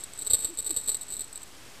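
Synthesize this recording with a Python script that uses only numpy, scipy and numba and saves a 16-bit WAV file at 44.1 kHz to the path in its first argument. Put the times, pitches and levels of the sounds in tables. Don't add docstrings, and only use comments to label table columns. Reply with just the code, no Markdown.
import sys
import numpy as np
from scipy import signal
from scipy.fft import rfft, irfft
from scipy.io import wavfile
from scipy.ndimage import uniform_filter1d, map_coordinates
from numba import njit

SR = 44100
rng = np.random.default_rng(int(sys.argv[2]) if len(sys.argv) > 2 else 0)


def decibels_to_gain(level_db):
    exponent = np.asarray(level_db, float) / 20
    return 10 ** exponent


def inscribe(sig):
    pcm = np.round(np.clip(np.atleast_2d(sig).T, -1, 1) * 32767)
    wavfile.write(sys.argv[1], SR, pcm.astype(np.int16))


N = 79380
GUARD_HZ = 8504


def walk(rate_hz):
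    hold = int(SR / rate_hz)
    steps = np.repeat(rng.standard_normal(N // hold + 1), hold)
    return 1.4 * uniform_filter1d(uniform_filter1d(steps, hold), hold)[:N]


def room():
    # (frequency [Hz], density [dB per Hz])
    hiss_shape = [(15, -44), (25, -6), (86, -3.5), (173, -8), (345, -6), (482, -11), (627, -10),
                  (1310, -11.5), (7500, -13.5), (9750, -42), (16500, -120)]
    # (time [s], level [dB])
    hiss_rise = [(.1, -0.5), (1.0, -2.5), (1.5, -0.1), (1.75, 0.7)]
    # (frequency [Hz], level [dB rms])
    whines = [(7677, -71), (7709, -73), (1292, -79)]
    hiss_db, hiss_walk_db, whine_walk_db = -50.5, -0.99, 6.1

    f_hz, t_s = np.arange(N // 2 + 1) * SR / N, np.arange(N) / SR
    shape_hz, shape_db = np.array(hiss_shape).T
    density_db = np.interp(np.log(np.clip(f_hz, 1, 7000)), np.log(shape_hz), shape_db)
    spectrum = decibels_to_gain(density_db) * (f_hz < GUARD_HZ)
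    gain_db = hiss_walk_db * walk(5.77) + np.interp(t_s, *np.array(hiss_rise).T)
    hiss = irfft(rfft(rng.standard_normal(N)) * spectrum, N) * decibels_to_gain(gain_db)
    whine = 0
    for hz, db in whines:
        whine = whine + np.sqrt(2) * decibels_to_gain(db + whine_walk_db * walk(25)) * np.sin(2 * np.pi * hz * t_s)
    return hiss * decibels_to_gain(hiss_db) / np.std(hiss) + whine


def pellet():
    # (time [s], first strike level [dB], time until the pellet lands [s])
    tugs = [(.001, -41, 0.0074), (.011, -43, 0.015), (.036, -28.5, 0.0071), (.134, -34.5, 0.0034),
            (.15, -45, .006), (.158, -43, 0.0064), (.175, -37, 0.02), (.188, -30.5, 0.032),
            (.212, -29, .007), (.22, -25, .013), (.247, -35, 0.03), (.264, -27, 0.0052), (.269, -28, .007),
            (.298, -25, 0.0098), (.303, -19, 0.01), (.316, -26, 0.019), (.333, -10, .0055),
            (.3375, -19, .006), (.344, -18, .02), (.367, -40, 0.021), (.389, -29.5, 0.027),
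            (.422, -30, .008), (.437, -33.5, 0.0047), (.445, -19, 0.019), (.468, -39, .005),
            (.477, -33.5, .025)]
    # (time [s], first strike level [dB], time until the pellet lands [s])
    swats = [(.572, -29.5, 0.0083), (.582, -28, .004), (.586, -24, .02), (.625, -37, .014),
             (.644, -30, 0.023), (0.663, -26, .02), (.693, -28, 0.008), (.705, -21, .008),
             (.721, -36.5, 0.013), (.741, -31, 0.051), (.763, -21, .006), (.77, -22, .016),
             (.793, -31.5, 0.028), (.812, -33, .02), (.834, -36, .013), (.86, -31.5, 0.015),
             (.875, -23.5, 0.0084), (.883, -17.5, 0.0044), (.891, -16.5, .012), (.916, -23.5, 0.02),
             (.944, -22, 0.012), (.967, -30, 0.0088)]
    # (time [s], first strike level [dB], time until the pellet lands [s])
    lifts = [(1.011, -30.5, 0.016), (1.022, -31, 0.011), (1.082, -34.5, .018), (1.102, -30, .014),
             (1.122, -27.5, .014), (1.138, -26, 0.0062), (1.149, -35.5, 0.012), (1.166, -27, .024),
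             (1.193, -25.5, 0.0073), (1.206, -27, .014), (1.231, -38, 0.0099), (1.241, -35.5, 0.0041),
             (1.327, -35.5, 0.0056), (1.352, -41, 0.0046), (1.356, -31, .006), (1.365, -45, 0.0069),
             (1.375, -34, 0.0038), (1.417, -38, 0.0059), (1.43, -33.5, 0.0054)]
    gap_s, rebound_db, fade_db_per_s, scatter_db = .0045, -6, -300, 2.5

    rows = np.array(tugs + swats + lifts)
    start_s, first_db, flight_s = rows[:, :1], rows[:, 1:2], rows[:, 2:3]
    chance = np.clip(rng.standard_normal((len(rows), 10, 9)), -1.3, 1.3)
    late_s = np.cumsum(gap_s * np.exp(.4 * chance[:, :, 0]), axis=1)
    late_s -= late_s[:, :1]
    loss_db = rebound_db + fade_db_per_s * late_s + scatter_db * chance[:, :, 1]
    db = first_db + (late_s > 0) * loss_db
    mode_chance = chance[:, :, 2:] * np.where(late_s > 0, 1, .3)[:, :, None]

    free = np.zeros(N)
    for s, _, length_s in rows:
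        free[int(s * SR):int((s + length_s) * SR)] = 1
    used = late_s < flight_s
    at = ((start_s + late_s) * SR).astype(int)
    return at[used], db[used], mode_chance[used], free


@njit
def ring(x, hz, t60_s):
    y, z = np.empty(len(x)), 0j
    for i in range(len(x)):
        z = z * np.exp(2j * np.pi * hz[i] / SR - np.log(1000) / (t60_s[i] * SR)) + x[i]
        y[i] = z.imag
    return y


def decay(t60_s):
    return np.exp(-np.log(1000) * np.arange(int(t60_s * SR)) / (t60_s * SR))


def bell():
    # (time [s], pitch [Hz])
    swing = [(.04, 7750), (.22, 7782), (.28, 7770), (.31, 7720), (.35, 7716), (.4, 7750), (.455, 7712),
             (.59, 7750), (.665, 7748), (.71, 7790), (.77, 7724), (.84, 7760), (.885, 7790), (.95, 7758),
             (1.12, 7792), (1.2, 7765), (1.36, 7800), (1.43, 7700)]
    # (ratio to the main mode [-], level [dB], scatter per strike [dB], free t60 [s])
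    shell = [(1., 0, 1.5, .085), (1.017, -13, 4., .04), (1.027, -14, 4., .03), (.979, -19, 4., .03),
             (.955, -33, 3., .015)]
    bell_db, choked_t60_s, contact_s = 2.2, 0.013, .0022
    tick_db, tick_hz, tick_t60_s = -40, 7000, .008
    echo_db, echo_t60_s = -13, 0.6

    at, db, chance, free = pellet()
    free = uniform_filter1d(free, size=40)
    hz = np.interp(np.arange(N) / SR, *np.array(swing).T)
    push_s = np.arange(SR // 100) / SR
    window = np.sin(np.pi * np.clip(push_s / contact_s, 0, 1)) ** 2
    push = window * np.cos(2 * np.pi * hz.mean() * push_s) * 4 / (contact_s * SR)
    modes = 0
    for k, (ratio, mode_db, scatter_db, t60_s) in enumerate(shell):
        force = np.full(N, 1e-18)
        force[at] = decibels_to_gain(db + mode_db + scatter_db * chance[:, k])
        force = signal.fftconvolve(force, push)[:N]
        modes = modes + ring(force, hz * ratio, choked_t60_s + free * (t60_s - choked_t60_s))

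    hits = np.zeros(N)
    hits[at] = decibels_to_gain(db)
    highpass = signal.butter(2, tick_hz, "high", fs=SR, output="sos")
    grit = signal.sosfilt(highpass, rng.standard_normal(N))
    tick = decibels_to_gain(tick_db) * grit * np.convolve(hits, decay(tick_t60_s))[:N]

    tail = rng.standard_normal(SR)[:int(echo_t60_s * SR)] * decay(echo_t60_s)
    echo = signal.fftconvolve(modes, tail / np.sqrt(np.sum(tail ** 2)))[:N]
    return decibels_to_gain(bell_db) * (modes + tick + decibels_to_gain(echo_db) * echo)


def rod():
    # (time [s], pitch [Hz], level [dB])
    strokes = [
        [(.478, 250, -56), (.486, 285, -49), (.505, 355, -48), (.522, 355, -47), (.538, 305, -49),
         (.548, 290, -64)],
        [(.692, 385, -62), (.701, 365, -45.5), (.72, 320, -43), (.732, 255, -49), (.742, 210, -62)],
    ]
    t_s, out = np.arange(N) / SR, 0
    for stroke in strokes:
        s, hz, db = np.array(stroke).T
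        pitch_hz = np.interp(t_s, s, hz) * (1 + 0.021 * walk(150))
        phase = 2 * np.pi * np.cumsum(pitch_hz) / SR
        level_db = np.interp(t_s, s, db, -150, -150) + 1.2 * walk(120.2)
        out = out + np.sqrt(2) * decibels_to_gain(level_db) * np.sin(phase)
    return out


def scene():
    return (bell() + rod() + room())[None]


def band_limit(x):
    return signal.sosfilt(signal.butter(12, 16130, fs=SR, output="sos"), x)


def record(dry):
    camera_hz, top_hz, dc_offset = 16000.12, 14820, -.0032
    guarded = signal.sosfilt(signal.butter(8, GUARD_HZ, fs=SR, output="sos"), dry[0])
    held_at = np.floor(np.arange(N) * camera_hz / SR) * SR / camera_hz
    held = map_coordinates(guarded, [held_at], order=5, mode="mirror")
    top_cut = signal.ellip(7, .1, 40, top_hz, fs=SR, output="sos")
    mix = signal.sosfiltfilt(top_cut, held) + dc_offset
    return band_limit(mix[None])


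dry = scene()
out = record(dry)
inscribe(out)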